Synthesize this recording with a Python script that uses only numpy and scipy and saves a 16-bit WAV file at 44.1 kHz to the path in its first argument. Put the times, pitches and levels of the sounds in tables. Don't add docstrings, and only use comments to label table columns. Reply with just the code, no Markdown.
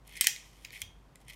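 import sys
import numpy as np
from scipy import signal
from scipy.fft import rfft, irfft
from scipy.io import wavfile

SR = 44100
rng = np.random.default_rng(int(sys.argv[2]) if len(sys.argv) > 2 else 0)


def ratio(d):
    e = np.asarray(d, float) / 20
    return 10 ** e


def file_out(sig):
    cols = np.atleast_2d(sig).T
    lim = np.clip(cols, -1, 1)
    pcm = np.round(lim * 32767).astype(np.int16)
    wavfile.write(sys.argv[1], SR, pcm)


N = 59535

# start in seconds, peak level in dB, extra level towards the walls in dB,
# ring stretch as a factor, rise in seconds.
SNAPS = [
    (0.2101, -7.5, 5, 1.5, 0.00021),
    (0.2424, -18.5, 5, 0.62, 0.00093),
    (0.2697, -6, 3, 1.05, .0002),
    (0.6486, -28.5, 2.5, 0.91, 0.00048),
    (0.8176, -21, -2, 0.92, 0.00046),
]
# frequency in Hz, level in dB.
RELEASE_MODES = [(1350, -23), (2065, -13), (2470, -14.5), (3120, -6), (3880, -8.5), (4600, -12),
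                 (5340, -8.5), (6750, -8.5), (8100, 3), (9500, -11.5), (11270, -2), (12200, -15),
                 (14500, -14), (15300, -15)]
NOTCH_MODES = [(2050, -4), (2440, -0.5), (3150, -13), (4300, -7), (5300, -1), (6700, -0.5), (8200, -20),
               (9300, -17), (11800, 1.5), (14000, -16.5)]
STOP_MODES = [(1960, -4.5), (2470, -4.5), (3160, -3), (4215, -5), (4880, -6.5), (5750, 3), (6580, 2),
              (7330, 0.5), (9260, 3), (11540, -1.5), (13200, -5), (15000, -13)]
SEAT_MODES = [(2150, -6), (2450, -1.5), (3100, -12), (3900, -5), (4600, -3.5), (5300, -3), (6100, -12),
              (7000, -2), (8800, -12), (11000, -19), (13500, -22.5)]
LOCK_MODES = [(1900, -13), (2190, -6.5), (2430, -2.5), (3150, 1), (3400, -10), (4300, -16.5), (5100, -4),
              (5940, 2.5), (6900, -1.5), (8900, 3.5), (10300, -22), (11700, -1), (14000, -6.5)]
# delay in seconds, level in dB.
BOUNCES = [(.0005, -6), (.0011, -6.5), (.0017, -8.5), (.0024, -12.5), (.0033, -11), (.008, -13)]
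# frequency in Hz, level in dB, t60 in seconds.
BLADE = [(3025, -47, 0.028), (3164, -44, 0.024), (3224, -36, 0.043), (3350, -38, .03), (3505, -45.5, 0.044),
         (3120, -59, 0.29), (3180, -65, 0.39), (3250, -58.5, 0.32)]
# start in seconds, handle peak in dB, carrier peak in dB, carrier pitch in Hz.
TICKS = [(0.069, -61, -52, 10400), (0.074, -74, -44.5, 10500), (0.077, -74, -41.5, 10600),
         (.0795, -77, -47.5, 10050), (.0935, -52, -46, 10500), (0.097, -55, -61, 10000),
         (.106, -72, -54, 9500), (0.1245, -50, -43, 11000), (.1445, -49, -55, 6000),
         (0.1545, -37.5, -46, 9000), (.1575, -52, -40.5, 5670), (.161, -44, -44, 8500),
         (0.1672, -35.5, -37, 9600), (0.1726, -35, -37.5, 9600), (0.1755, -57, -41, 9900),
         (.183, -41, -52, 5500), (.1955, -40, -55, 8100), (.2469, -49, -19.5, 7310),
         (.2505, -32, -45, 3700), (.264, -28, -50, 4000), (0.362, -38, -32.5, 3740),
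         (0.6462, -43.5, -48, 10760), (.6565, -46, -52.5, 4500), (0.7055, -41.5, -40, 4360),
         (.723, -64, -43.5, 10700), (0.73, -39, -40, 11920), (.7375, -39, -51, 11470),
         (0.748, -40.5, -45.5, 8980), (.757, -40.5, -51.5, 8500), (.764, -38, -52, 7000),
         (.778, -39, -46.5, 11020), (.786, -60, -50.5, 10500), (.7945, -59.5, -52, 9000),
         (.7995, -52, -52, 8500), (.804, -70, -42, 11210), (0.814, -50.5, -41, 8990),
         (1.1568, -50, -41.5, 8770), (1.2035, -66, -57.5, 8500), (1.214, -73, -52.5, 8940),
         (1.2501, -68, -58, 8290), (1.2828, -43, -40, 9300), (1.2978, -44.5, -43.5, 12500),
         (1.3075, -50, -47, 4060), (1.333, -60, -52, 9000), (1.3024, -47, -48.5, 6460),
         (1.325, -56, -57, 9500), (1.343, -51, -49, 10500), (1.1584, -56, -53, 3710),
         (1.152, -56.5, -67, 3660)]
# frequency in Hz, level in dB.
HANDLE_MODES = [(1910, -7.5), (2170, -4), (2430, -5), (2750, -19.5), (3200, -0.5), (3670, -13), (4280, -13)]
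# frequency in Hz, level in dB.
CARRIER_MODES = [(3700, -2), (4300, -1.1), (5300, 2), (6100, 0), (6900, 2), (7700, -2), (8500, 0.2),
                 (9500, 2.5), (10400, -2.5), (11500, 0.3), (12500, 0.5), (13600, -2), (14800, -4)]
# time in seconds, level in dB, brightness in dB.
SLIDES = [
    [(.04, -71, -4), (.09, -60, -5.5), (.125, -56, -8), (.15, -58, -5), (.175, -49.5, 3),
     (.195, -52.5, -14), (.24, -54, 9), (.268, -39, -31)],
    [(.36, -68, -8), (.45, -71.5, 2.5), (.55, -71, 1), (.64, -66.5, -0.5), (.66, -65, -8), (.7, -61, -18)],
    [(.715, -45, -10.5), (.73, -60, 4.5), (.75, -49.5, -5.5), (.77, -55, -3), (.785, -58, -2.5),
     (.8, -63.5, 3.5), (.818, -60, 4)],
    [(1.19, -85, -1.5), (1.21, -69, -1.5), (1.24, -81.5, -1), (1.27, -68, -7.5), (1.29, -55.5, -3.5),
     (1.305, -48.5, -3.5), (1.32, -62, -8.5), (1.335, -54.5, -4), (1.35, -67, -5)],
]
# start in seconds, level in dB, frequency in Hz, t60 in seconds.
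THUDS = [(.2105, -48.5, 682, .007), (.27, -40, 340, 0.02), (.27, -38.5, 696, 0.018),
         (.283, -49.5, 817, 0.065), (0.2109, -53, 910, 0.021), (.27, -42.5, 520, 0.01),
         (.818, -41.5, 1500, 0.0094), (0.2101, -50, 329.5, 0.014), (0.2107, -34.5, 1230, .012),
         (0.242, -41.5, 1047, .02), (0.272, -41, 1307, .015), (0.819, -46.5, 86.3, 0.18),
         (0.863, -47, 82.6, 0.11)]
# frequency in Hz, t60 in seconds.
ROOM_T60 = [(600, 0.22), (2000, 0.27), (3300, 0.26), (6000, 0.26), (10000, 0.21), (16000, 0.13)]
# frequency in Hz, level in dB.
ROOM_COLOUR = [(600, 17), (1500, -4.5), (2100, 2), (3000, -3.5), (6000, -0.5), (10000, -6), (16000, -1.5)]
# frequency in Hz, density in dB per Hz.
AIR = [(15, -32), (120, -9), (155, -8), (195, -16), (575, -22.5), (988, -22.5), (1790, -31.5),
       (14000, -48.5), (16000, -60.5)]

CRACK_DB, CRACK_T60_S = -7.5, 0.0059
POP_DB, POP_LAG_S, POP_STRETCH = 6, 0.006, 0.6
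BLADE_SPREAD_DB = 2.5
RING_CYCLES, RING_FLOOR_S = 30, 0.003
TICK_RISE_S, TICK_OCTAVES = 0.00052, 0.28
TICK_BODY_HZ, TICK_BODY_OCTAVES = 2140, 0.36
GRAINS_PER_S, GRAIN_SPREAD_DB = 2500, 3.5
THUD_RISE_CYCLES = 0.3
ROOM_DB, ROOM_START_S = -5.5, 0.0049
LATE_DB, LATE_LONGER = -18.5, 2.94
AIR_DB = -62
HUM_HZ, HUM_WIDTH_HZ, HUM_DB = 49.6, 8.5, -67.5
BEAT_DB, BEAT_PER_S, BEAT_TOP_S, BEAT_DEPTH = -62, 2.3, 0.06, 0.45


def evened(x):
    return x / np.sqrt(np.mean(x ** 2) + 1e-20)


def read(points, hz):
    f, value = np.transpose(points)
    return np.interp(np.log(hz + 1), np.log(f + 1), value)


def add(mix, s, sound):
    part = mix[round(s * SR):][:len(sound)]
    part += sound[:len(part)]


def ring(modes, chance, loose=0., rise_s=0.00016, tilt_db=0., stretch=1.):
    hz, db = np.transpose(modes)[:, :, None]
    t = np.arange(1500) / SR
    phase, level_luck, pitch_luck = chance[:, :len(modes), None]
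    t60 = stretch * (RING_CYCLES / hz + RING_FLOOR_S)
    level_db = db + tilt_db + 6 * loose * (level_luck - 0.5) - 60 * t / t60
    detuned_hz = hz * (1 + 0.094 * loose * (pitch_luck - 0.5))
    x = (ratio(level_db) * np.sin(2 * np.pi * (detuned_hz * t + phase))).sum(0)
    x = x * np.sin(np.pi / 2 * np.minimum(t / rise_s, 1)) ** 2
    return x / abs(x).max()


def near(modes, hz, octaves, floor_db):
    distance = np.log2(np.transpose(modes)[0] / hz)[:, None] / octaves
    return np.maximum(-6 * distance ** 2, floor_db)


def blade():
    t = np.arange(12000) / SR
    return sum(ratio(db - 60 * t / t60) * np.sin(2 * np.pi * hz * t) for hz, db, t60 in BLADE)


def snaps():
    direct, around = np.zeros(N), np.zeros(N)
    blows = [(0.000045, 0.0062)] + BOUNCES
    chance = rng.random((len(SNAPS), len(blows), 3, 14))
    cracks = rng.standard_normal((len(SNAPS), len(blows), 400))
    t = np.arange(400) / SR
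    contacts = (RELEASE_MODES, NOTCH_MODES, STOP_MODES, SEAT_MODES, LOCK_MODES)
    for (s, db, spread_db, stretch, rise_s), modes, u, noises in zip(SNAPS, contacts, chance, cracks):
        crack_rise = np.minimum(t / rise_s, 1)
        for (lag, fall_db), v, noise in zip(blows, u, noises):
            blow_db = db + fall_db
            crack_level = ratio(blow_db + CRACK_DB - 60 * t / CRACK_T60_S)
            add(direct, s + lag, ratio(blow_db) * ring(modes, v, 0.18, rise_s, stretch=stretch))
            add(direct, s + lag, crack_level * crack_rise * noise)
        wall_db = db + spread_db
        add(around, s, ratio(wall_db) * ring(modes, u[0], stretch=POP_STRETCH))
        add(around, s + POP_LAG_S, ratio([wall_db + POP_DB]))
    singing = blade()
    add(direct, SNAPS[-1][0], singing)
    add(around, SNAPS[-1][0], ratio(BLADE_SPREAD_DB) * singing)
    return np.array([direct, around])


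def ticks():
    out, chance = np.zeros(N), rng.random((len(TICKS), 2, 3, 14))
    body_db = near(HANDLE_MODES, TICK_BODY_HZ, TICK_BODY_OCTAVES, -12)
    for (s, handle_db, carrier_db, hz), (u, v) in zip(TICKS, chance):
        pitch_db = near(CARRIER_MODES, hz, TICK_OCTAVES, -13)
        handle = ratio(handle_db) * ring(HANDLE_MODES, u, 0.44, TICK_RISE_S, body_db)
        carrier = ratio(carrier_db) * ring(CARRIER_MODES, v, 1., TICK_RISE_S / 4, pitch_db)
        add(out, s, handle + carrier)
    return out


def rubbed(grit, spot, modes, chance):
    parts = [signal.oaconvolve(grit * (spot == k), ring(modes, u, 0.98))[:N] for k, u in enumerate(chance)]
    return evened(sum(parts))


def scrape():
    t, out, spots = np.arange(N) / SR, np.zeros(N), 12
    grain_level = ratio(GRAIN_SPREAD_DB * np.minimum(rng.exponential(1, N), 4))
    grit = grain_level * (rng.random(N) < GRAINS_PER_S / SR)
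    spot = rng.integers(0, spots, N)
    handle_chance, carrier_chance = rng.random((2, spots, 3, 14))
    dull = rubbed(grit, spot, HANDLE_MODES, handle_chance)
    bright = rubbed(grit, spot, CARRIER_MODES, carrier_chance)
    for slide in SLIDES:
        s, db, bright_db = np.transpose(slide)
        inside = np.clip(np.minimum(t - s[0], s[-1] + 0.0096 - t) / 0.014, 0, 1)
        out += inside * ratio(np.interp(t, s, db)) * (dull + ratio(np.interp(t, s, bright_db)) * bright)
    return out


def thuds():
    out, t = np.zeros(N), np.arange(8000) / SR
    for s, db, hz, t60 in THUDS:
        rise = 1 - np.exp(-t * hz / THUD_RISE_CYCLES)
        add(out, s, ratio(db - 60 * t / t60) * rise * np.sin(2 * np.pi * hz * t))
    return out


def room(x):
    taps = np.zeros(SR)
    at = np.arange(0, len(taps) - 10, 10)
    taps[at + rng.integers(0, 10, len(at))] = rng.choice([-1., 1.], len(at))
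    hz, t, z = signal.stft(taps, SR, nperseg=128)
    t60 = read(ROOM_T60, hz)[:, None]
    early = ratio(-60 * t / t60)
    late = ratio(LATE_DB - 60 * t / (LATE_LONGER * t60))
    colour = ratio(read(ROOM_COLOUR, hz)[:, None])
    tail = signal.istft(z * colour * (early + late), SR, nperseg=128)[1]
    tail = tail * np.clip(np.arange(len(tail)) / SR / ROOM_START_S - 0.5, 0, 1)
    return ratio(ROOM_DB) * signal.fftconvolve(x, tail / np.linalg.norm(tail))[:N]


def air():
    hz, t = np.fft.rfftfreq(N, 1 / SR), np.arange(N) / SR
    a, b = rfft(rng.standard_normal((2, N)))
    tone = evened(irfft(a * ratio(read(AIR, hz)) * (hz > 62), N))
    hum = evened(irfft(b / (1 + ((hz - HUM_HZ) / HUM_WIDTH_HZ) ** 2), N))
    throb = 1 + BEAT_DEPTH * np.cos(2 * np.pi * BEAT_PER_S * (t - BEAT_TOP_S))
    beat = throb * np.sin(2 * np.pi * HUM_HZ * t)
    return ratio(AIR_DB) * tone + ratio(HUM_DB) * hum + ratio(BEAT_DB) * evened(beat)


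def scene():
    thin = signal.butter(6, 1683, "high", fs=SR, output="sos")
    knife, around = signal.sosfilt(thin, snaps() + ticks() + scrape())
    return (knife + room(around) + air() + thuds())[None]


def low_pass(x):
    return signal.sosfilt(signal.butter(12, 16820, fs=SR, output="sos"), x)


def record(dry):
    band_limit = signal.firwin(101, 16100, fs=SR)[None]
    mix = signal.oaconvolve(dry, band_limit, "same")
    return low_pass(mix)


dry = scene()
out = record(dry)
file_out(out)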